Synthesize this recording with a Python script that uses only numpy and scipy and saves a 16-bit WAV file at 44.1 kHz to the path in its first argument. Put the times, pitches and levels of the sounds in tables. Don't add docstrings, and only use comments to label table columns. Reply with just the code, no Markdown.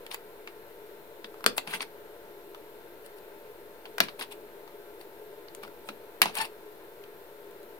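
import sys
import numpy as np
from scipy import signal
from scipy.fft import rfft, irfft
from scipy.io import wavfile
from scipy.ndimage import uniform_filter1d

SR = 44100
rng = np.random.default_rng(int(sys.argv[2]) if len(sys.argv) > 2 else 0)


def natural_amplitude(level_db):
    exponent = np.asarray(level_db, float) / 20
    return 10 ** exponent


def int16_out(signal):
    q = np.round(np.clip(np.atleast_2d(signal).T, -1, 1) * 32767)
    wavfile.write(sys.argv[1], SR, q.astype(np.int16))


N = 343530
PORT_LAG = 8


def evened(x):
    return x / np.sqrt(np.mean(x ** 2) + 1e-20)


def read(points, hz):
    f, value = np.transpose(points)
    return np.interp(np.log(hz + 1), np.log(f + 1), value)


def add(mix, s, sound):
    part = mix[..., round(s * SR):][..., :sound.shape[-1]]
    part += sound[..., :part.shape[-1]]


def shaped(x, db):
    return irfft(rfft(x) * natural_amplitude(db), x.shape[-1])


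# [f/Hz, level/dB, t60/s]
LINK_MODES = [(586, -48, 0.065), (750, -1, 0.012), (910, 0, 0.013), (1368, -7, 0.026), (1830, 11, 0.0088),
              (2320, 3, 0.039), (2800, 10.5, 0.021), (3276, -3, 0.049), (4140, -5, 0.039), (4670, 2, 0.028),
              (5330, -15, 0.023)]
# [f/Hz, level/dB]
SPRAY_COLOUR = [(400, -24.), (700, -2.), (1000, 0.), (2500, 0.), (4600, -1.), (5800, -10.), (7000, -4.),
                (8500, -1.), (12000, -1.), (16500, -6.)]
# [low f/Hz, high f/Hz, t60/s]
SPRAY_RANGES = [(300, 1500, .055), (1500, 6300, .036), (6300, 17000, .018)]


def click(db, body_db, edge_db, ring_hz, length, tuning, chance):
    t, f = np.arange(3000) / SR, np.fft.rfftfreq(3000, 1 / SR)
    focus_db = np.clip(-db / 3.5, 3, 11)

    def bump(hz):
        return focus_db * np.exp(-(np.log(hz / ring_hz + 1e-9) / .17) ** 2)

    cracks = chance[:300] ** 3 * np.exp(-t[:300] / .001)
    cracks = cracks / np.linalg.norm(cracks)
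    hz, mode_db, t60 = np.transpose(LINK_MODES)[..., None]
    count = len(LINK_MODES)
    hz = hz * (1 + .06 * tuning[:count, None])
    mode_db = mode_db + 3 * tuning[20:20 + count, None]
    decay_db = -60 * t / np.minimum(length * t60, .035)
    modes = natural_amplitude(mode_db + bump(hz) + decay_db) * np.sin(2 * np.pi * hz * t)
    white = chance[400:] * natural_amplitude(2.5 * evened(uniform_filter1d(chance[:3000], 12)))
    rise = np.minimum(t / .0003, 1) * (1 + .8 * np.exp(-t / .0012))
    sound = 0
    for (lo, hi, fall), level_db in zip(SPRAY_RANGES, (db + body_db, db, db + edge_db)):
        outside = (f < lo) | (f >= hi)
        spray = shaped(white, read(SPRAY_COLOUR, f) + bump(f) - 80 * outside)
        spray = spray * natural_amplitude(-60 * t / (length * fall)) * rise
        inside = (hz >= lo) & (hz < hi)
        ring = signal.fftconvolve((modes * inside).sum(0), cracks)[:3000]
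        part = spray + natural_amplitude(-17) * ring
        loudest = np.sqrt(uniform_filter1d(part ** 2, 170).max())
        sound = sound + natural_amplitude(level_db - 2.5) * part / loudest
    return sound


# [t/s, peak level/dB, body level/dB, edge level/dB, ring length factor]
BAR_SNAPS = [
    (1.4625, -7, -9.5, -4.5, 0.57),
    (1.5803, -18.5, -7.5, -1.5, .45),
    (4.0031, -8, -11, -7, .9),
    (6.2173, -5.5, -16.5, -2.5, 0.91),
]
# [f/Hz, level/dB, t60/s]
BAR_MODES = [
    [(1410, -1, .04), (453, -3.5, .09), (2380, -4, .05), (4400, -7, .06), (8800, 5.5, 0.036)],
    [(2780, -1, .06), (950, 0, 0.044), (4580, -8, .05)],
    [(1770, -3, .05), (690, -1.5, .07), (2390, -1, 0.065), (4000, -4, .04), (8400, -2, 0.032)],
    [(1934, -5, .08), (740, -9, 0.065), (2380, -8, .05), (3280, -7, .06), (4400, -9, .06)],
]


def snaps():
    return [(*row[:4], modes[0][0], row[4]) for row, modes in zip(BAR_SNAPS, BAR_MODES)]


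def loose_bar(db, modes, chance):
    t = np.arange(6000) / SR
    hz, mode_db, t60 = np.transpose(modes)[..., None]
    decay_db = -60 * t / np.clip(t60, .015, .06)
    ring = natural_amplitude(mode_db + decay_db) * np.sin(2 * np.pi * (hz * t + chance[:len(modes), None]))
    push_hz, push_s = 110, .016
    shove = sum(np.sin(2 * np.pi * (push_hz * (0.545 + u) * t + u)) for u in chance[:3])
    push = t / push_s * np.exp(1 - t / push_s) * shove
    return natural_amplitude(db - 14) * ring.sum(0) * np.minimum(t / 0.00057, 1) + natural_amplitude(db - 50) * push


# [t/s, peak level/dB, edge level/dB, ring f/Hz]
BLADE_TAPS = [(0.065, -36, -5, 3160), (0.1142, -31.5, -25, 2900), (0.1441, -29.5, 1, 2040),
              (0.474, -33.5, -15, 2450), (1.2443, -31.5, -26, 3260), (1.4413, -28, -6, 1460),
              (1.6747, -33, -28, 2650), (1.8061, -24, -27, 2410), (2.547, -42, -7, 1160),
              (3.855, -37, -22, 3200), (3.9819, -23.5, -8, 1780), (4.085, -32, -20, 1980),
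              (4.1937, -37, -4, 2470), (4.211, -28, -19, 2140), (5.6341, -40.5, -2.5, 1210),
              (5.888, -33, -9, 1310), (6.2569, -25, -6, 1000), (6.3528, -34, 6.5, 3570),
              (7.0382, -45, -9, 2940)]


def taps():
    hits = []
    for s, db, edge_db, ring_hz in BLADE_TAPS:
        body_db = -6.5 - 11.5 * np.log2(ring_hz / 2000)
        hits.append((s, db, body_db, edge_db, ring_hz, 0.7))
    return hits


# [t/s, peak level/dB, ring f/Hz]
SHAFT_KNOCKS = [
    (1.3418, -51, 1250),
    (1.407, -49, 1070),
    (4.677, -50, 920),
    (5.6496, -49, 1000),
    (5.6776, -51, 1600),
    (3.86, -47.5, 795),
]


def knocks():
    body_db, edge_db, ring_length = 8.5, -6, 0.55
    return [(s, db, body_db, edge_db, hz, ring_length) for s, db, hz in SHAFT_KNOCKS]


# [t/s, peak level/dB, edge level/dB, ring f/Hz]
TIP_TICKS = [
    (3.0625, -48.5, 4, 4500),
    (3.185, -52.5, 0, 4500),
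    (5.012, -44.5, -4, 4560),
    (5.549, -42, 6.5, 6000),
    (5.4835, -43, -25, 4400),
    (7.5107, -55, 2, 3000),
    (7.6303, -55, 2, 4000),
]


def ticks():
    body_db, ring_length = -14, .55
    return [(s, db, body_db, edge_db, hz, ring_length) for s, db, edge_db, hz in TIP_TICKS]


# [f/Hz, level/dB per Hz]
RUB_COLOUR = [(290, -35), (500, -17), (868, -5.5), (1050, -6.5), (1190, -9.5), (1600, -11.5), (1840, -15),
              (2730, -8), (2930, -12), (4870, -18), (6800, -32.5), (8960, -14), (16000, -29)]


def scrape(rows, chance):
    s, *columns = np.transpose(rows)
    t = np.arange(s[0], s[-1], 1 / SR)
    db, body_db, edge_db = (np.interp(t, s, c) for c in columns)
    slips = chance[0] * natural_amplitude(3.5 * evened(uniform_filter1d(chance[1], 40)))
    z = signal.stft(slips, nperseg=128)[2]
    patches = chance[2:].reshape(-1)[:z.size].reshape(z.shape)
    patches = evened(uniform_filter1d(uniform_filter1d(patches, 2, 0), 7, 1))
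    grit = signal.istft(z * natural_amplitude(5.5 * patches), nperseg=128)[1]
    f = np.fft.rfftfreq(len(grit), 1 / SR)
    colour = np.maximum(read(RUB_COLOUR, f), -27)
    parts = []
    for lo, hi in ((550, 1500), (1500, 7000), (7000, 16500)):
        outside = (f < lo) | (f > hi)
        parts.append(evened(shaped(grit, colour - 80. * outside))[:len(t)])
    body, core, edge = parts
    sound = natural_amplitude(db + body_db) * body + natural_amplitude(db) * core + natural_amplitude(db + np.minimum(edge_db, 9)) * edge
    return sound * signal.windows.tukey(len(t), .08)


def stroke(s, press, ease, db, edge_db):
    light_body_db, hard_body_db = 2, -9
    return [(s - press, db - 17, light_body_db, edge_db),
            (s, db, hard_body_db, edge_db),
            (s + ease, db - 25, light_body_db, edge_db)]


# [t/s, length/s, pressure level/dB]
BLADE_SLIDES = [
    (0.477, .04, -49),
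    (1.241, 0.033, -46.5),
    (1.582, 0.021, -28.5),
    (3.86, .04, -55),
    (4.09, 0.043, -45.5),
    (5.889, 0.027, -40),
    (6.227, 0.027, -22.5),
    (6.261, 0.081, -34.5),
]


def slides():
    return [stroke(s, 0, length, db, -10)[1:] for s, length, db in BLADE_SLIDES]


# [hardest at t/s, press/s, ease/s, pressure level/dB, edge level/dB]
RUB_STROKES = [(0.114, .01, 0.053, -41, -4), (.146, 0.028, 0.0071, -42, -1), (1.579, 0.015, 0.0049, -38, 9),
               (1.675, 0.0075, 0.037, -37.5, -10), (1.711, 0.038, .03, -41, 0),
               (1.748, 0.039, 0.043, -31.5, -6.5), (1.827, 0.031, 0.017, -32, -8),
               (3.062, 0.037, .03, -58.5, 3), (3.182, 0.024, .03, -61, 2),
               (4.033, 0.013, 0.065, -37.5, -10), (4.196, 0.0087, .05, -39, -0.5),
               (4.227, 0.021, 0.026, -35, -7.5), (4.324, 0.018, 0.022, -42, -2),
               (5.016, 0.025, .025, -52, 0), (5.633, .014, 0.052, -48, -10), (5.884, 0.044, 0.0065, -55, 3),
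               (6.376, 0.037, 0.022, -35.5, 1), (6.386, 0.011, 0.029, -27.5, -7),
               (6.416, .02, 0.027, -27, -4.5), (6.43, .006, 0.017, -40.5, -1),
               (6.451, .016, 0.025, -37, -2.5)]


def rubs():
    return [stroke(*row) for row in RUB_STROKES]


# [t/s, pitch f/Hz, level/dB]
SQUEAK_PATH = [
    (6.374, 872, -36),
    (6.388, 845, -37),
    (6.397, 880, -54),
    (6.402, 879, -32),
    (6.418, 898, -35),
    (6.426, 905, -36.5),
    (6.446, 800, -52),
]
# [multiple, level/dB]
SQUEAK_HARMONICS = [(1, 0), (2, -1), (3, -3), (4, -17), (5, -7), (11, -29)]


def squeak():
    s, hz, db = np.vstack(SQUEAK_PATH).T
    t = np.arange(s[0], s[-1], 1 / SR)
    wobble = evened(uniform_filter1d(rng.standard_normal(4410), 60))[:len(t)]
    turns = np.cumsum(np.interp(t, s, hz) * (1 + .02 * wobble)) / SR
    slips = sum(natural_amplitude(g) * np.cos(2 * np.pi * round(k) * turns) for k, g in SQUEAK_HARMONICS)
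    return s[0], np.sqrt(2) * natural_amplitude(np.interp(t, s, db)) * slips * signal.windows.tukey(len(t), .2)


# [t/s, peak level/dB, pitch f/Hz]
CHAIN_JOLTS = [(1.244, -49.5, 266), (1.439, -50, 201), (1.459, -33, 214.4), (1.574, -42.5, 283),
               (1.672, -44, 171.4), (1.739, -45.5, 192), (1.805, -47, 293), (4, -33, 214.3),
               (4.193, -45, 310.6), (4.212, -52, 264), (5.633, -48, 259), (5.678, -51, 296),
               (5.886, -43.5, 210), (6.216, -36.5, 260), (6.255, -41, 188), (6.383, -46, 199.6),
               (6.409, -52.5, 130)]


def jolts(near):
    t = np.arange(12000) / SR
    for (s, db, hz), chance in zip(CHAIN_JOLTS, rng.random((40, 5))):
        thud = 0
        for k, u in enumerate(chance):
            mode_hz = hz * (.8 + 0.3025 * k + 0.233 * u)
            thud = thud + natural_amplitude(-3. * k) * np.sin(2 * np.pi * (mode_hz * t + u))
        add(near, s, natural_amplitude(db - 60 * t / 0.18) * thud * (1 - np.exp(-t / 0.0038)))


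def chain_face(tunings):
    face = np.zeros(N)
    hits = snaps() + ticks() + taps() + knocks()
    for row, tuning, chance in zip(hits, tunings, rng.standard_normal((60, 3400))):
        add(face, row[0], click(*row[1:], tuning, chance))
    for rows, chance in zip(slides() + rubs(), rng.standard_normal((40, 4, 6000))):
        add(face, rows[0][0], scrape(rows, chance))
    return signal.sosfilt(signal.butter(4, 330, "highpass", fs=SR, output="sos"), face)


# [f/Hz, t60/s]
HALL_DECAY = [(200, 0.48), (1000, 0.14), (4000, 0.17), (9000, 0.11), (15000, 0.083)]


def hall(x):
    taps = np.zeros((3, 2, SR // 3))
    at = np.arange(40, SR // 3 - 10, 10) + rng.integers(0, 10, (3, 2, (SR // 3 - 41) // 10))
    np.put_along_axis(taps, at, rng.choice([-1., 1.], at.shape), 2)
    hz, t, z = signal.stft(taps, SR, nperseg=128)
    tails = signal.istft(z * natural_amplitude(-60 * t / read(HALL_DECAY, hz)[:, None]), SR, nperseg=128)[1]
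    tails = tails / np.linalg.norm(tails[0, 0])
    turn = np.arange(N) / SR * 2 * np.pi * 37
    share = np.sqrt(2 / 3) * np.cos(turn + np.arange(3)[:, None] * 2 * np.pi / 3)
    return signal.fftconvolve((share * x)[:, None], tails, axes=2).sum(0)[:, :N]


# [f/Hz, level/dB per Hz]
FLOOR_COLOUR = [(12, -25.5), (20, -23), (34, -16), (53, -20.5), (218, -17), (416, -19), (690, -16),
                (750, -18.5), (888, -12), (1140, -20.5), (1510, -17), (6530, -35.5), (12800, -29),
                (15200, -23.5), (16500, -50)]
# [f/Hz, width/Hz, level/dB]
HALL_DRONES = [(347.4, 58, -58.5), (415.4, 40, -52), (471.5, 56, -56.5), (578, 63, -58.5), (850, 33, -72.5),
               (1021, 19, -69.5), (1304, 54, -75), (1557, 28, -71), (4050, 390, -76.5), (12650, 550, -66)]
# [f/Hz, level/dB]
MACHINE_TONES = [(686, -63.5), (900, -64.5), (1373, -68.5), (1799, -87), (3601, -73), (4198, -77)]
# [f/Hz, likeness 0-1]
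PORT_LIKENESS = [(40, 0.23), (300, 0.93), (700, 0.99), (1500, 0.061), (4000, 0.022), (15000, 0.027)]
# [f/Hz, level/dB]
PORT_LEAN = [(60, 2.5), (240, 2.5), (950, 3.5), (3770, 0.5), (15000, 4.5)]


def workshop():
    frames, hz = N // 1024 + 6, np.fft.rfftfreq(4096, 1 / SR)
    a, b, c, d, patches = rng.standard_normal((frames, 2049, 5)).T
    patches = evened(uniform_filter1d(uniform_filter1d(patches, 30, 0), 4, 1))
    power = natural_amplitude(read(FLOOR_COLOUR, hz)) ** 2
    power *= natural_amplitude(-54.5) ** 2 / power.sum()
    for f, width, db in HALL_DRONES:
        bell = (1 + (2 * (hz - f) / width) ** 2) ** -2.
        power += natural_amplitude(db) ** 2 * bell / bell.sum()
    same = np.clip(read(PORT_LIKENESS, hz), 0, 1)[:, None]
    left = a + 1j * b
    late = np.exp(-2j * np.pi * hz * PORT_LAG / SR)[:, None]
    right = same * late * left + np.sqrt(1 - same ** 2) * (c + 1j * d)
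    lean_db = np.multiply.outer([.5, -.5], read(PORT_LEAN, hz))[..., None]
    z = np.array([left, right]) * natural_amplitude(lean_db + .6 * patches) * np.sqrt(power)[:, None]
    noise = signal.istft(z, nperseg=4096, noverlap=3072)[1][:, :N]
    out = np.sqrt(power.sum()) * evened(noise)
    t = np.arange(N + PORT_LAG) / SR
    for f, db in MACHINE_TONES:
        drift, swell = (np.interp(t, np.arange(80) / 10, v) for v in rng.standard_normal((80, 2)).T)
        turns = np.cumsum(f * (1 + 0.00124 * drift)) / SR
        tone = np.sqrt(2) * natural_amplitude(db + 0.5 * swell) * np.sin(2 * np.pi * turns)
        out += [0.98 * tone[PORT_LAG:], 0.89 * tone[:N]]
    return out


def scene():
    room, tunings = workshop(), rng.standard_normal((60, 40))
    near, other = chain_face(tunings), chain_face(tunings)
    add(near, *squeak())
    jolts(near)
    for row, modes, chance in zip(BAR_SNAPS, BAR_MODES, rng.random((4, 8))):
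        add(near, row[0], loose_bar(row[1], modes, chance))
    f = np.fft.rfftfreq(N, 1 / SR)
    same = read([(600, .97), (1200, .8), (2500, .45), (6000, .3), (16000, .15)], f)
    far = rfft(np.roll(near, PORT_LAG)) * same + rfft(np.roll(other, PORT_LAG)) * np.sqrt(1 - same ** 2)
    shade_db = -2.5 * np.clip((f - 5800) / 1500, 0, 1)
    far = irfft(far * natural_amplitude(shade_db), N)
    pan_db = 2.5
    return room + [natural_amplitude(pan_db / 2) * near, natural_amplitude(-pan_db / 2) * far] + natural_amplitude(-11.5) * hall(near)


def band_limit(x):
    return signal.sosfilt(signal.butter(12, 17000, fs=SR, output="sos"), x)


def record(dry):
    edge = signal.firwin(255, 16250, window=("kaiser", 9), fs=SR)
    soft = 0.88 * np.tanh(dry / .9)
    mix = signal.oaconvolve(soft, edge[None], "same") - 0.0015
    return band_limit(mix)


dry = scene()
out = record(dry)
int16_out(out)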